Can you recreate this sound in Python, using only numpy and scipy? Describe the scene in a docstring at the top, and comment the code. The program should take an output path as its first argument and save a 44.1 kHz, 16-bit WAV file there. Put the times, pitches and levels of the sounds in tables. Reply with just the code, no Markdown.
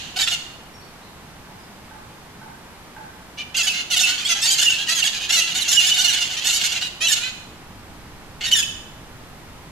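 """Parakeets squabbling on a roof

Two parakeets screech in quick bouts, a little to the right; roof tiles and yard walls answer.
The voice flips between a gliding squawk, a rattling rasp, a falling squeal and a thin whistle.
Squawks and rasps are brighter the louder they are, and the throat's resonances rise with the pitch.
Far off, over the hum of a town, a small bird chirps and someone hammers on metal."""
import sys
import numpy as np
from scipy import signal
from scipy.fft import rfft, irfft, next_fast_len
from scipy.io import wavfile
from scipy.ndimage import map_coordinates

SR = 44100
rng = np.random.default_rng(int(sys.argv[2]) if len(sys.argv) > 2 else 0)


def dump(signal):
    """Clip the signal to [-1, 1] and save it as 16-bit WAV at the path in sys.argv[1]."""
    limited = np.clip(np.atleast_2d(signal).T, -1, 1)
    pcm = np.round(limited * 32767).astype(np.int16)
    wavfile.write(sys.argv[1], SR, pcm)


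N = 428211
TOP_HZ = 14500
USUAL_DB, USUAL_HZ = -16, 710  # an ordinary low note
SQUAWK_ROUGH, RASP_ROUGH, SQUEAL_ROUGH, WHISTLE_ROUGH = .31, .62, .37, .3  # 0 clean, 1 all noise


def amp(db):
    """Decibels to gain."""
    return 10 ** (np.asarray(db) / 20)


def unit(x):
    """x at rms 1."""
    return x / np.sqrt(np.mean(x ** 2) + 1e-20)


def along(points, hz):
    """An EQ curve: (frequency, value) points read on a log axis."""
    f, v = np.transpose(points)
    return np.interp(np.log(hz + 1), np.log(f + 1), v)


def over_time(points, s):
    """An automation curve: (time, value) points joined by straight lines."""
    return np.interp(s, *np.transpose(points))


def wobble(rate, size):
    """A smooth random curve with rate knots a second."""
    return map_coordinates(rng.standard_normal(size // 10), [np.arange(size) * rate / SR], mode="mirror")


def filtered(x, response):
    """x through a filter whose gain is response(Hz)."""
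    size = x.shape[-1]
    m = next_fast_len(2 * size)
    return irfft(rfft(x, m) * response(np.fft.rfftfreq(m, 1 / SR)), m)[..., :size]


def causal(db):
    """The minimum-phase response with these levels: it rings after a pulse, never before."""
    cepstrum = irfft(np.log(amp(db)))
    half = len(cepstrum) // 2
    return np.exp(rfft(np.r_[cepstrum[0], 2 * cepstrum[1:half]], 2 * half))


def add(track, s, x):
    """Mix x into the track at time s."""
    part = track[..., max(round(s * SR), 0):][..., :x.shape[-1]]
    part += x[..., :part.shape[-1]]


def panned(x, left_db, lead_s=0):
    """Make a stereo sound left_db(Hz) louder, and lead_s earlier, on the left."""
    sign = np.array([[.5], [-.5]])
    return filtered(x, lambda hz: amp(sign * left_db(hz)) * np.exp(2j * np.pi * hz * sign * lead_s))


# tone of the town bed: (frequency [Hz], gain [dB])
TOWN_EQ = [(25, -3.5), (180, 0), (560, -9), (850, -6), (4000, -19), (14000, -29.5)]
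def town(level_db=-42.5):
    """A steady hum, nearly mono in the bass and wide in the treble."""
    mid, side = filtered(rng.standard_normal((2, N)), lambda hz: amp(along(TOWN_EQ, hz)))
    side = filtered(side, lambda hz: amp(along([(150, -13), (3000, -2)], hz)))
    return amp(level_db) * unit(np.array([mid + side, mid - side]))


# fader ride on the traffic: (time [s], level [dB])
TRAFFIC_FADER = [(0, -47), (1, -59), (6.3, -62), (7.7, -46), (9.7, -45.5)]
def traffic(corner_hz=170, side_db=-12):
    """Far traffic rumbles in the bass, sinking away early and swelling toward the end."""
    mid, side = filtered(rng.standard_normal((2, N)), lambda hz: 1 / (1 + (hz / corner_hz) ** 2))
    side *= amp(side_db)
    level_db = over_time(TRAFFIC_FADER, np.arange(N) / SR)
    return amp(level_db) * unit(np.array([mid + side, mid - side]))


# formants of a parakeet's throat and open beak: (frequency [Hz], gain [dB])
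THROAT_EQ = [(450, -37.5), (750, -12), (1100, -17.5), (1650, -2.5), (2250, -4.5), (2850, 8.5), (3500, 1),
             (4200, 1.5), (5400, -7.5), (6700, -2.5), (9300, -22), (11000, -18), (12500, -26),
             (14000, -30.5)]
def dying_echo(level_db=-32, t60=1.0):
    """A fading wash in the throat's colour: the tail of an earlier screech hangs in the yard."""
    wash = unit(filtered(rng.standard_normal((2, N)), lambda hz: amp(along(THROAT_EQ, hz))))
    return wash * amp(level_db - 60 * np.arange(N) / SR / t60)


def syllable(length, first_hz, last_hz, rough, bright_db, bend=1, overtone_db=0, stretch=1):
    """One gliding note of the syrinx, shaped by the throat; stretch shifts the formants."""
    fade_s = .005 + length / 3
    t = np.arange(int((length + fade_s) * SR)) / SR
    progress = t / t[-1]
    swell = np.sin(np.pi / 2 * np.clip(np.minimum(t, t[-1] - t) / fade_s, 0, 1)) ** 1.4
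    glide = last_hz + (first_hz - last_hz) * (1 - progress) ** bend
    # a level note arches with the air pressure
    arch = .06 * np.exp(-10 * abs(np.log(first_hz / last_hz))) * (np.sin(np.pi * progress) - .7)
    tremble = .05 * rough ** 1.5 * wobble(600, len(t)) + .007 * wobble(70, len(t))
    phase = 2 * np.pi * np.cumsum(glide * (1 + arch + tremble)) / SR
    harmonics = np.arange(1, int(TOP_HZ / min(first_hz, last_hz)) + 1)[:, None]
    flutter_db = 2.5 * np.array([wobble(130, len(t)) for _ in harmonics])
    weights = amp(overtone_db * (harmonics > 1) + rng.normal(0, 1.5, harmonics.shape) + flutter_db)
    lags = rng.uniform(-np.pi / 2, np.pi / 2, harmonics.shape)  # uneven lags blunt the pulses
    pulses = unit((weights * np.cos(harmonics * phase + lags)).sum(0))
    # chaotic vibration: a puff of noise at every opening of the membranes
    puffs = unit(rng.standard_normal(len(t)) * (1 + np.cos(phase)) ** 2)
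    noise_share = np.clip(rough, 0, 1) ** 1.6
    source = np.sqrt(1 - noise_share) * pulses + np.sqrt(noise_share) * puffs
    beak_eq = [(3200, 0), (6500, bright_db), (13000, 1.29 * bright_db)]  # a wider beak, more treble
    voice = filtered(source, lambda hz: causal(along(THROAT_EQ, hz / stretch) + along(beak_eq, hz)))
    # a rough voice rattles in quick, uneven beats
    rattle_hz = 210 * (1 + .3 * wobble(150, len(t)))
    rattle_db = 5 * rough * np.sin(2 * np.pi * np.cumsum(rattle_hz) / SR)
    return unit(voice * amp(rattle_db)) * swell


def add_on_tiles(track, s, length, note, t60=.05):
    """Place a note at s; the bird keeps turning its head, so the tiles scatter each note differently."""
    t = np.arange(SR // 10) / SR
    paths = rng.standard_normal((2, len(t))) * amp(-60 * t / t60)
    paths *= .9 / np.linalg.norm(paths, axis=1, keepdims=True)
    paths[:, 0] = 1  # the direct path
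    add(track, s + (length - len(note) / SR) / 2, signal.fftconvolve(note[None], paths, axes=1))


# treble ride on the voice, highest at the peak of the squabble: (time [s], boost [dB])
TREBLE_RIDE = [(.3, 3), (3.6, 5.5), (4.5, 6.5), (5.1, 5), (5.6, 9), (6.1, 6), (6.5, 10), (6.8, 6),
               (8.4, 3.5)]
def low_note(s, length, first_hz, last_hz, db, rough, pitch_tracking=.56):
    """A note of the low voice: brightness follows its level, the throat its pitch."""
    bright_db = over_time(TREBLE_RIDE, s) + db - USUAL_DB
    stretch = np.clip((first_hz + last_hz) / 2 / USUAL_HZ, .9, 1.3) ** pitch_tracking
    stretch *= 1 + rng.normal(0, .02)
    return amp(db) * syllable(length, first_hz, last_hz, rough, bright_db, stretch=stretch)


# squawk cues: (time [s], length [s], start pitch [Hz], end pitch [Hz], relative level [dB])
SQUAWK_CUES = [(0.163, 0.017, 730, 753, -20), (0.317, .032, 741, 693, -18.5), (3.38, .044, 591, 595, -28),
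               (3.546, .018, 615, 786, -22.5), (3.587, 0.035, 743, 615, -17.5),
               (3.907, 0.045, 754, 631, -17), (3.964, 0.02, 744, 701, -14.5), (4.004, 0.023, 727, 721, -14),
               (4.249, 0.034, 1024, 1246, -21), (4.29, 0.045, 713.4, 647, -16.5),
               (4.42, 0.045, 860, 956, -17.5), (4.504, 0.041, 801, 764, -15),
               (4.698, 0.013, 746, 732, -17.5), (4.887, 0.05, 615, 698, -17), (5.295, 0.02, 644, 711, -16),
               (5.323, 0.038, 725, 705, -15), (5.364, 0.042, 690, 624, -15), (5.452, 0.057, 705, 624, -28),
               (5.549, 0.039, 693, 800, -20.5), (5.682, 0.026, 695, 707, -15.5),
               (5.825, 0.054, 715, 769, -18.5), (5.938, .025, 746, 732, -19),
               (5.983, 0.05, 694, 809, -16.5), (6.042, 0.027, 718, 703, -14.5),
               (6.205, .03, 699, 701, -18.5), (6.367, 0.032, 600, 611, -23), (6.446, 0.031, 867, 875, -18),
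               (6.529, 0.053, 728, 761, -17), (6.757, 0.023, 703, 673, -23),
               (7.012, 0.051, 613, 699, -17.5), (7.119, 0.022, 735, 725, -14),
               (7.213, 0.083, 479.6, 522.7, -25.5)]
def squawks():
    """The syrinx pulses almost evenly: a clear, nasal glide."""
    track = np.zeros((2, N))
    for s, length, first_hz, last_hz, db in SQUAWK_CUES:
        add_on_tiles(track, s, length, low_note(s, length, first_hz, last_hz, db, SQUAWK_ROUGH))
    return track


# rasp cues: (time [s], length [s], relative level [dB])
RASP_CUES = [(.19, .038, -16), (0.272, 0.02, -18.5), (3.668, 0.023, -16.5), (3.731, 0.089, -23),
             (4.068, 0.048, -18), (4.457, 0.017, -17.5), (4.584, 0.022, -15), (4.626, 0.009, -12.5),
             (4.99, 0.015, -19), (5.038, 0.0059, -15.5), (5.073, 0.0096, -17), (5.2, 0.08, -38),
             (5.728, 0.013, -14.5), (5.797, 0.023, -16.5), (5.894, .014, -16.5), (5.964, 0.017, -19),
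             (6.128, 0.025, -17.5), (6.158, .04, -22.5), (6.466, .052, -18), (6.61, 0.018, -20),
             (6.637, 0.036, -17), (6.72, .012, -19.5), (6.811, .02, -22.5), (7.16, 0.029, -23),
             (8.411, 0.02, -24), (8.439, 0.03, -20), (8.514, 0.0112, -15.5)]
def rasps():
    """The low voice breaks into a rattle with no clear pitch."""
    track = np.zeros((2, N))
    for s, length, db in RASP_CUES:
        first_hz, last_hz = USUAL_HZ * (1 + rng.uniform(-.06, .1, 2))
        add_on_tiles(track, s, length, low_note(s, length, first_hz, last_hz, db, RASP_ROUGH))
    return track


# squeal cues: (time [s], length [s], start pitch [Hz], end pitch [Hz], relative level [dB])
SQUEAL_CUES = [(0.225, 0.024, 1777, 1790, -19.5), (0.299, 0.02, 2140, 1580, -22.5),
               (3.566, 0.019, 1755, 1480, -15.5), (3.631, 0.029, 1700, 1700, -20.5),
               (3.991, 0.014, 2026, 1595, -14), (4.472, 0.028, 2380, 2270, -18.5),
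               (4.611, .016, 1910, 1540, -15.5), (4.632, 0.028, 1763, 1723, -19.5),
               (4.952, 0.053, 1792, 1540, -19), (5.05, 0.025, 1760, 1590, -18),
               (5.609, 0.024, 2380, 1776, -20.5), (5.712, 0.019, 1980, 1627, -14.5),
               (5.741, .025, 1794, 1770, -17.5), (5.87, 0.024, 1708, 1736, -16),
               (6.099, 0.019, 2184, 1890, -20), (7.082, 0.045, 2020, 1684, -16.5),
               (8.466, 0.03, 1884, 1806, -23), (8.548, 0.059, 1940, 1634, -16)]
def squeals(extra_treble_db=1):
    """The voice flips into a high register, rich in overtones and mostly falling."""
    track = np.zeros((2, N))
    for s, length, first_hz, last_hz, db in SQUEAL_CUES:
        bright_db = over_time(TREBLE_RIDE, s) + extra_treble_db
        note = syllable(length, first_hz, last_hz, SQUEAL_ROUGH, bright_db, bend=1.7, overtone_db=5.5)
        add_on_tiles(track, s, length, amp(db) * note)
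    return track


# chirp cues: (time [s], centre pitch [Hz], rise [share of pitch], relative level [dB])
CHIRP_CUES = [(.73, 5560, 0.046, -44), (.8, 4460, .2, -47), (1.012, 4000, 0.293, -46),
              (1.58, 5000, .03, -50)]
def small_bird(length=.04):
    """A distant bird gives short, pure upward chirps."""
    track, progress = np.zeros(N), np.linspace(0, 1, int(length * SR))
    for s, hz, rise, db in CHIRP_CUES:
        phase = 2 * np.pi * np.cumsum(hz * (1 + rise * (progress - .5))) / SR
        add(track, s, amp(db) * np.sin(np.pi * progress) * np.sin(phase))
    return track


# hammer hits: (time [s], relative level [dB])
HAMMER_HITS = [(1.47, -60), (1.91, -55), (2.415, -53), (2.965, -49.5)]
# ring of the struck metal: (frequency [Hz], gain [dB], t60 [s])
METAL_MODES = [(866, 18, 0.23), (1555, 21, 0.06)]
def hammer(waver_rad=.36):
    """Each blow rings the metal anew; the tones waver a little on their long way."""
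    track, t = np.zeros(N), np.arange(SR // 2) / SR
    for s, db in HAMMER_HITS:
        for hz, mode_db, t60 in METAL_MODES:
            phase = 2 * np.pi * hz * t + waver_rad * wobble(125, len(t))
            add(track, s, amp(db + mode_db - 60 * t / t60) * np.sin(phase))
    return track


# whistle cues: (time [s], length [s], centre pitch [Hz], relative level [dB])
WHISTLE_CUES = [(3.698, 0.026, 2600, -21.5), (4.032, 0.025, 2660, -15.5), (4.662, 0.028, 2830, -15.5),
                (4.721, 0.015, 2697, -18), (5.024, 0.011, 2788, -13.5), (5.409, .036, 2744, -20),
                (5.583, 0.025, 2970, -26), (5.769, 0.031, 2884, -13), (5.914, 0.015, 2965, -14),
                (6.08, 0.023, 2902, -12), (7.069, 0.008, 2997, -14), (8.525, .015, 3010, -9),
                (8.622, 0.014, 2610, -22.5)]
def whistles(droop=.033):
    """The parakeet's top register: a thin, sinking tone with weak overtones."""
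    track = np.zeros((2, N))
    for s, length, hz, db in WHISTLE_CUES:
        first_hz, last_hz = hz * (1 + droop), hz * (1 - droop)
        note = syllable(length, first_hz, last_hz, WHISTLE_ROUGH, bright_db=9, overtone_db=-8)
        add_on_tiles(track, s, length, amp(db) * note)
    return track


def second_parakeet(from_s=4.05, to_s=6.85, count=34, length=.06, pitch_hz=850, level_db=-29):
    """The other bird keeps up a softer, hoarse chatter through the long bout."""
    track = np.zeros((2, N))
    for s, (late, high, glide) in zip(np.linspace(from_s, to_s, count), rng.uniform(-1, 1, (count, 3))):
        hz = pitch_hz * (1 + .3 * high)
        note = syllable(length, hz, hz * (1 + .3 * glide), RASP_ROUGH, bright_db=1)
        add_on_tiles(track, s + length * (late / 2 - 1) / 2, length, amp(level_db) * note)
    return track


# reverb time of the yard: (frequency [Hz], t60 [s])
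YARD_DECAY = [(3000, 0.74), (12000, 0.56)]
def yard_reverb(x, predelay_s=.01):
    """The walls scatter reflections, different at each ear; the treble dies first."""
    hz, t, noise = signal.stft(rng.standard_normal((2, SR)), SR, nperseg=256)
    tail = signal.istft(noise * amp(-60 * t / along(YARD_DECAY, hz)[:, None]), SR)[1]
    tail /= np.linalg.norm(tail, axis=1, keepdims=True)
    delayed = np.pad(x, (int(predelay_s * SR), 0))
    return signal.fftconvolve(delayed[None], tail, axes=1)[:, :N]


# rightward pan of birds, hammer and yard: (frequency [Hz], left minus right [dB])
PAN_CURVE = [(700, -3), (3000, -3), (8000, -2.5), (13000, -6)]
def scene(near_bird_db=-3.5, reverb_send_db=-6.5):
    """The birds sit a little to the right; distant sounds come mostly by way of the yard."""
    near_bird = amp(near_bird_db) * (squawks() + rasps() + squeals() + whistles())
    parakeets = near_bird + second_parakeet()
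    far = hammer() + small_bird()
    reverb = yard_reverb(amp(reverb_send_db) * parakeets.mean(0) + far)
    bed = panned(town() + traffic(), left_db=lambda hz: -1, lead_s=-78e-6)
    yard = parakeets + reverb + dying_echo() + far / 2
    return panned(yard, left_db=lambda hz: along(PAN_CURVE, hz)) + bed


def record(dry):
    """A brick-wall low-pass on the whole mix."""
    return filtered(dry, lambda hz: hz < TOP_HZ)


dry = scene()
out = record(dry)
dump(out)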